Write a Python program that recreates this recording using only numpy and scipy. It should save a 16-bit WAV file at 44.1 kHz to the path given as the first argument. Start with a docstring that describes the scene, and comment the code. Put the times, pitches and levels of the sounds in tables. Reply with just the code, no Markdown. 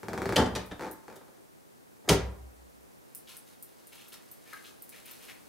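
"""An inside door is pulled shut in a tiled room: it creaks in slow stick-slip jerks, its steel handle
and latch clack, it creaks twice more, then bangs into its frame and leaves the room's low modes booming.
Someone walks off, clothes rubbing, bare soles brushing the floor and squeaking once.
A tiny metal zip pull ticks, mostly during the walk, and a faint hiss lies under it all."""
import sys
import numpy as np
from scipy import signal
from scipy.fft import rfft, irfft, next_fast_len
from scipy.io import wavfile
from scipy.ndimage import uniform_filter1d

SR = 44100
rng = np.random.default_rng(int(sys.argv[2]) if len(sys.argv) > 2 else 0)


def transcribe(signal):
    """Save signal, clipped to [-1, 1], as a 16-bit WAV file at the path in sys.argv[1]."""
    frames = np.atleast_2d(signal).T
    limited = np.clip(frames, -1, 1)
    pcm = np.round(limited * 32767).astype(np.int16)
    wavfile.write(sys.argv[1], SR, pcm)


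N = 241800
T = np.arange(SR // 2) / SR  # time axis of one hit, in seconds


def amp(db):
    """Decibels to gain."""
    return 10 ** (np.asarray(db) / 20)


def unit(x):
    """Scaled to rms 1."""
    return x / np.sqrt(np.mean(x ** 2) + 1e-20)


def unit_hit(x):
    """Scaled to the energy of 10 ms at rms 1."""
    return x * np.sqrt(SR / 100 / np.sum(x ** 2))


def fade(t60, t=T):
    """An exponential decay, 60 dB down after t60 seconds."""
    return np.exp(-np.log(1000) * t / t60)


def along(points, hz):
    """(Hz, value) points read on a log axis."""
    f, v = np.transpose(points)
    return np.interp(np.log(hz + 1), np.log(f), v)


def filtered(x, response):
    """EQ x with a response given as a function of frequency."""
    n = x.shape[-1]
    m = next_fast_len(n + SR // 8)
    return irfft(rfft(x, m) * response(np.fft.rfftfreq(m, 1 / SR)), m)[..., :n]


def low_cut(x, edge_hz):
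    """A second-order high-pass."""
    return signal.sosfilt(signal.butter(2, edge_hz, "high", fs=SR, output="sos"), x)


def noise(spectrum, shape, tilt_db=0):
    """Coloured noise of rms 1, tilted per octave."""
    white = rng.standard_normal(shape)
    return unit(filtered(white, lambda hz: amp(along(spectrum, hz) + tilt_db * np.log2(hz + 1))))


def pulse(spectrum):
    """The shortest causal click with this spectrum."""
    cepstrum = irfft(np.log(amp(along(spectrum, np.fft.rfftfreq(SR, 1 / SR)))))
    cepstrum[1:SR // 2] *= 2
    cepstrum[SR // 2:] = 0
    return unit_hit(irfft(np.exp(rfft(cepstrum))))


def resonances(f, modes):
    """Response of a few (Hz, width, dB) resonances with steep skirts."""
    return sum(amp(db) * (1j * f * width / (hz ** 2 - f * f + 1j * f * width)) ** 2
               for hz, width, db in modes)


def rattle(modes, t60):
    """A dying burst of rough contact heard through resonances."""
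    burst = rng.standard_normal(len(T)) * fade(t60)
    return unit_hit(filtered(burst, lambda f: resonances(f, modes)))


def dying(x, t60s):
    """Each frequency of x dies at its own speed."""
    hz, t, bands = signal.stft(x, SR, nperseg=256)
    return signal.istft(bands * fade(along(t60s, hz)[:, None], t), SR)[1][..., :len(T)]


def series(start, gap, ratio, count):
    """Times of contacts whose gaps shrink or grow by a constant ratio."""
    return start + np.append(0, np.cumsum(gap * ratio ** np.arange(round(count) - 1)))


def add(track, s, sound):
    """Mix a sound into the track at time s."""
    part = track[max(round(s * SR), 0):][:len(sound)]
    part += sound[:len(part)]


def diffuse(pair, width):
    """Two unrelated signals as mid and side of a diffuse field."""
    side = filtered(pair[1], lambda hz: amp(along(width, hz)))
    return np.array([pair[0] + side, pair[0] - side])


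# Reverb decay of the tiled room: f/Hz, t60/s
REVERB_DECAY = [(80, 0.75), (300, 0.46), (1000, 0.64), (2500, 0.38), (6000, 0.29), (14000, 0.18)]
# Stereo width of the reverb: f/Hz, side minus mid/dB
REVERB_WIDTH = [(60, -9), (200, -11), (500, -5), (1000, -5), (4000, -3), (14000, -0.5)]
def room(x, wet_db, left_db):
    """Direct sound plus the wash off tiles and walls, panned left by left_db."""
    tail = dying(rng.standard_normal((2, len(T))), REVERB_DECAY) * (1 - np.exp(-T / 0.00043))
    tail = diffuse(tail / np.linalg.norm(tail[0]), REVERB_WIDTH)
    wet = signal.fftconvolve(x[None], tail, axes=1)[:, :len(x)]
    return (x + amp(wet_db) * wet) * amp([[left_db / 2], [-left_db / 2]])


# Colour of the hiss: f/Hz, density/dB
HISS_EQ = [(15, -34), (25, -18), (166, -8), (190, -10), (223, -6.5), (451, -6.5), (1370, -16.5),
           (1940, -17.5), (2990, -22), (9840, -20.5), (16000, -23.5)]
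# Its stereo width: f/Hz, side minus mid/dB
HISS_WIDTH = [(60, 1.5), (110, 10.5), (200, 11.5), (380, 8), (700, 6.5), (1290, 6.5), (2380, 2.5),
              (4400, -1.5), (8120, -5), (15000, -1)]
# Its fader ride: t/s, level/dB
HISS_RIDE = [(0, -59), (1.6, -62.5), (3, -61.5), (3.6, -62.5), (5.48, -60.5)]
def background_hiss():
    """Faint steady microphone hiss, wide in the bass."""
    level_db = np.interp(np.arange(N) / SR, *np.transpose(HISS_RIDE))
    hiss = low_cut(noise(HISS_EQ, (2, N)), edge_hz=27)
    return amp(level_db) * diffuse(hiss, HISS_WIDTH)


# Strong modes of the wooden door leaf: f/Hz, level/dB
LEAF_MODES = [(75, -4), (110, 2), (157, -7), (190, 2), (243, -10), (315, -1.5), (392, 5.5), (462, -2),
              (552, -7), (619, -13), (668, -7), (763, -6), (882, 0.5), (960, -7.5), (1109, -44),
              (1333, -11.5), (1520, -21.5)]
# Decay of its dense grain of weak modes: f/Hz, t60/s
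GRAIN_DECAY = [(80, 0.59), (400, 0.2), (1500, 0.22), (5000, 0.055), (12000, 0.2)]
def leaf_ring(spectrum, modes_db, swell_s):
    """The leaf rings in strong modes among many weak ones, swelling as the bending wave spreads."""
    modes = np.zeros(len(T))
    for k, (hz, db) in enumerate(LEAF_MODES):
        gain = (-1) ** k * amp(db + rng.normal(0, 2.4))
        t60 = 0.32 * (400 / hz) ** 0.15
        modes += gain * fade(t60) * np.sin(2 * np.pi * hz * T)
    grain = dying(noise(spectrum, len(T)), GRAIN_DECAY)
    ring = unit_hit(grain) + amp(modes_db) * unit_hit(modes)
    return unit_hit(ring * (1 - np.exp(-T / swell_s)))


# The jerk as a slip lets go: f/Hz, density/dB
JERK_EQ = [(100, -10), (600, -2), (1500, 1), (2200, -5), (3000, -18), (8000, -32)]
# Its bright snap and the grit that leads it: f/Hz, density/dB
SNAP_EQ = [(500, -9), (2500, -2.5), (4000, 0), (7000, -5), (10000, -10.5), (16000, -17.5)]
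# Its woody body: f/Hz, density/dB
SLIP_BODY_EQ = [(60, -2), (200, 7), (500, 9.5), (900, -1), (1600, -8), (2000, -15), (2400, -7), (2900, -27),
                (8000, -43)]
# Rhythm of each creak: start/s, first gap/s, ratio of successive gaps, number of slips
CREAK_RHYTHM = [(.032, .0525, .923, 8), (.7955, .0142, .93, 9), (1.0817, .019, 1.38, 7)]
# Dynamics of each creak: first slip/dB, second slip/dB, last slip/dB, low cut/Hz, leaf modes/dB
CREAK_DYNAMICS = [(-46.5, -40, -34.5, 23, 1), (-46, -43, -52.5, 265, -1.5), (-51, -54, -67.5, 270, -3)]
def creak():
    """Each slip's bright grit arrives a moment before its sharp jerk, since bending waves in the leaf carry
    treble faster; the jerk rings the leaf; light runs lose the low modes."""
    grit_lead_s = 0.0011
    snap_db, grit_db, body_db = -17, -10, 8.5  # relative to the jerk
    contact, wood = np.zeros((2, N))
    release = pulse(JERK_EQ) + amp(snap_db) * pulse(SNAP_EQ)
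    for rhythm, (first_db, second_db, last_db, edge_hz, modes_db) in zip(CREAK_RHYTHM, CREAK_DYNAMICS):
        times = series(*rhythm)
        # once moving, the force changes steadily
        levels = np.append(first_db, np.linspace(second_db, last_db, len(times) - 1))
        for s, force in zip(times, amp(levels)):
            grit = unit_hit(noise(SNAP_EQ, len(T)) * fade(0.13))
            body = unit_hit(low_cut(leaf_ring(SLIP_BODY_EQ, modes_db, swell_s=0.0005), edge_hz))
            add(contact, s - grit_lead_s, force * amp(grit_db) * grit)
            add(contact, s, force * release)
            add(wood, s, force * amp(body_db) * body)
    return room(contact, wet_db=-4.5, left_db=1.5) + room(wood, wet_db=-12.5, left_db=1.0)


# Low modes that boom after each push: room modes, and at 98 Hz a mode of the door leaf: f/Hz, level/dB, t60/s
LOW_MODES = [(62.6, 0, 1.0), (68.2, -4, 1.0), (76, -11, .6), (98, -5, .62)]
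# The leaf pumps the room's air: t/s, boom/dB, thud/dB
AIR_PUSHES = [(0.083, -57, -84), (0.387, -34, -36), (2.097, -26, -18.5)]
def boom():
    """The low end: the whole leaf thuds briefly, and close room modes beat as they die."""
    thud_hz, phase_rad = 160, 0.12  # the modes reach left and right a little out of step
    out, t = np.zeros((2, N)), np.arange(SR) / SR
    thud = unit_hit(np.sin(2 * np.pi * thud_hz * T) * fade(0.17) * (1 - np.exp(-T / 0.012)))
    for track, phase in zip(out, (phase_rad, -phase_rad)):
        ring = sum(amp(db) * fade(t60, t) * np.sin(2 * np.pi * hz * t + phase)
                   for hz, db, t60 in LOW_MODES)
        ring *= 1 - np.exp(-t / 0.017)
        for s, boom_db, thud_db in AIR_PUSHES:
            add(track, s, amp(boom_db) * ring)
            add(track, s, amp(thud_db) * thud)
    return out


# Clacks of handle and latch, and the leaf's soft low brush just before the slam:
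# t/s, seating delay/s, steel/dB, tilt/dB per octave, bolt/dB, leaf/dB, leaf damping t60/s
DOOR_CONTACTS = [(.3597, 0.0035, -28.5, 0, -27, -18.5, 1), (.5515, 0.0072, -36, -2, -49, -30.5, 1),
                 (.712, 0.0063, -45.5, -8, -50.5, -37.5, 0.39),
                 (1.158, 0.0049, -55.5, 11.5, -62.5, -54, 0.36), (2.04, .008, -76, -5, -80, -52.5, 0.41),
                 (2.076, .005, -71, -4, -71, -31, 0.21), (2.089, .0035, -23.5, 0.5, -29.5, -22, .3)]
# Rhythm of the leaf's chatter: start/s, first gap/s, ratio of successive gaps, number of contacts
CHATTER_RHYTHM = [(.380, .013, 1.8, 4), (2.0985, .0098, .89, 5)]
# Its dynamics: first leaf/dB, last leaf/dB, steel/dB, tilt/dB per octave, leaf damping t60/s
CHATTER_DYNAMICS = [(-17, -27.5, -45, -5, 0.83), (-19.5, -29, -37.5, 3, 0.26)]
def door_contacts():
    """Each contact is a flam, touching then seating; after a hard one the leaf chatters on its frame."""
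    for s, seat_s, steel_db, tilt_db, bolt_db, leaf_db, damping in DOOR_CONTACTS:
        yield s, steel_db - 2, tilt_db, bolt_db - 5, leaf_db - 4.5, damping  # the lighter touch
        yield s + seat_s, steel_db, tilt_db, bolt_db, leaf_db, damping
    for rhythm, (first_db, last_db, steel_db, tilt_db, damping) in zip(CHATTER_RHYTHM, CHATTER_DYNAMICS):
        times = series(*rhythm)
        bolt_db = steel_db - 21
        for s, leaf_db in zip(times, np.linspace(first_db, last_db, len(times))):
            yield s, steel_db, tilt_db, bolt_db, leaf_db, damping


# Clatter of the steel parts: f/Hz, density/dB
STEEL_EQ = [(200, -42), (700, -7.5), (1500, 2.5), (2400, 2), (3800, 0.5), (5500, 1.5), (8000, -4),
            (11000, -8), (15500, -17)]
# Ring of the latch bolt: f/Hz, width/Hz, level/dB
BOLT_MODES = [(3170, 450, 6), (3600, 700, 8.5), (4700, 380, 2.5), (5900, 220, 0.5)]
# Grain of the struck leaf: f/Hz, density/dB
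WOOD_EQ = [(25, -14), (60, -11), (150, -6), (400, 4.5), (850, -3), (1150, -9), (2000, -12.5), (2800, -39),
           (5000, -20.5), (9000, -31), (16000, -50)]
def latch_and_slam():
    """Steel parts clatter at each contact, the bolt rings and the leaf takes the blow."""
    steel, wood = np.zeros((2, N)), np.zeros(N)
    for s, steel_db, tilt_db, bolt_db, leaf_db, damping in door_contacts():
        clatter = amp(steel_db) * unit_hit(noise(STEEL_EQ, len(T), tilt_db) * fade(0.047))
        bolt = amp(bolt_db) * rattle(BOLT_MODES, t60=0.025)
        # each contact takes its own paths round the room
        for track, clack in zip(steel, room(clatter + bolt, wet_db=-3.5, left_db=0.5)):
            add(track, s, clack)
        knock = leaf_ring(WOOD_EQ, modes_db=-3.0, swell_s=0.0033)
        add(wood, s, amp(leaf_db) * unit_hit(knock * fade(damping)))  # hand and frame damp the leaf
    return steel + room(wood, wet_db=-11, left_db=1.0)


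# Ticks of the zip pull: t/s, click/dB, ring/dB
ZIP_TICKS = [(.662, -58.5, -68), (.913, -48.5, -51), (3.149, -44.5, -52), (3.176, -51, -60),
             (3.368, -47, -64), (3.6258, -48.5, -48), (3.871, -53.5, -67), (4.084, -54, -63),
             (4.314, -51.5, -50), (4.822, -50.5, -49), (4.893, -50, -69), (5.058, -52, -59),
             (5.112, -54, -52)]
# Colour of its click: f/Hz, density/dB
TICK_EQ = [(3000, -21.5), (7000, -11.5), (9500, 0.5), (11500, 0), (13000, -4), (15500, -3)]
# Ring of its tab: f/Hz, width/Hz, level/dB
TAB_MODES = [(13540, 900, 0)]
def zip_pull():
    """A tiny metal tab clicks, bounces once and rings briefly near one very high pitch."""
    bounce_s, bounce_db = 0.0055, -4.5
    out = np.zeros(N)
    for s, click_db, ring_db in ZIP_TICKS:
        for delay, force in ((0, 1), (bounce_s, amp(bounce_db))):
            click = unit_hit(noise(TICK_EQ, len(T)) * (fade(0.006) + amp(-12) * fade(0.06)))
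            ring = rattle(TAB_MODES, t60=0.016)
            add(out, s + delay, force * (amp(click_db) * click + amp(ring_db) * ring))
    return room(out, wet_db=-1.5, left_db=0)


# Ring of the door frame: f/Hz, width/Hz, level/dB
FRAME_MODES = [(166.6, 31, -0.5), (395.3, 48, 0.5), (549, 9.9, -13)]
def frame_knock():
    """The slam knocks a short, round note out of the wooden frame."""
    out = np.zeros(N)
    add(out, s=2.097, sound=amp(-20.5) * rattle(FRAME_MODES, t60=0.16))
    return room(out, wet_db=-11.5, left_db=0.5)


def stroke(length, skew):
    """Envelope of a rub; with skew under 1 it swells quickly and eases off."""
    return np.sin(np.pi * np.minimum(T / length, 1) ** skew)


# The walker's leg moves: t/s, sole rub length/s, cloth/dB, sole/dB, sole centre/Hz
LEG_MOVES = [(3.271, 0.082, -56.5, -55.5, 3200), (3.463, 0.071, -67, -83, 3000),
             (3.92, 0.048, -59, -56.5, 2660), (3.971, 0.11, -67, -59.5, 2930),
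             (4.119, 0.033, -51.5, -55, 2840), (4.451, 0.18, -62.5, -61.5, 2150),
             (4.64, 0.06, -61.5, -55.5, 3060), (4.917, 0.1, -65.5, -58, 2200),
             (5.049, 0.11, -58.5, -57, 2610), (5.188, 0.11, -59, -62, 2600), (5.282, 0.048, -58, -49, 2200)]
# Colour of rubbing cloth: f/Hz, density/dB
CLOTH_EQ = [(300, -5), (900, -1.5), (2500, -1), (5000, -0.5), (7500, -3.5), (9500, 0), (15500, -4.5)]
# Squeak of a foot on the floor: f/Hz, width/Hz, level/dB
SQUEAK_MODES = [(1250, 240, 0.5), (1610, 130, 6), (2070, 110, -2.5)]
def walking():
    """Each stride rubs the cloth and brushes a bare sole over the floor; one sole squeaks."""
    start_s, rise_s, rustle_db = 2.94, 1.1, -66.5  # the rustle between strides fades in
    roughness = unit(uniform_filter1d(rng.standard_normal(N), size=130))
    rubbing = amp(rustle_db) * np.sqrt(np.clip((np.arange(N) / SR - start_s) / rise_s, 0, 1))
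    feet = np.zeros(N)
    for s, length, cloth_db, sole_db, hz in LEG_MOVES:
        add(rubbing, s, amp(cloth_db) * stroke(1.47 * length, skew=0.54))  # cloth outlasts the sole
        brush = unit(filtered(rng.standard_normal(len(T)), lambda f: resonances(f, [(hz, 0.75 * hz, 0)])))
        add(feet, s, amp(sole_db) * brush * stroke(length, skew=0.47))
    rustle = rubbing * unit(noise(CLOTH_EQ, N) * amp(3.5 * roughness))
    feet *= amp(0.77 * roughness)  # skin catches and lets go
    add(feet, s=4.526, sound=amp(-41.5) * rattle(SQUEAK_MODES, t60=0.12))
    return room(rustle, wet_db=-2, left_db=0.2) + room(feet, wet_db=-5.0, left_db=3.5)


def scene():
    """The mix: door, walker and faint hiss."""
    door = creak() + latch_and_slam() + frame_knock() + boom()
    return door + zip_pull() + walking() + background_hiss()


def record(dry):
    """Master EQ: roll off the deepest rumble and cut the very top steeply."""
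    top_hz, slope_hz = 15800, 400
    return filtered(low_cut(dry, edge_hz=41), lambda hz: np.clip((top_hz - hz) / slope_hz + 0.5, 0, 1))


dry = scene()
out = record(dry)
transcribe(out)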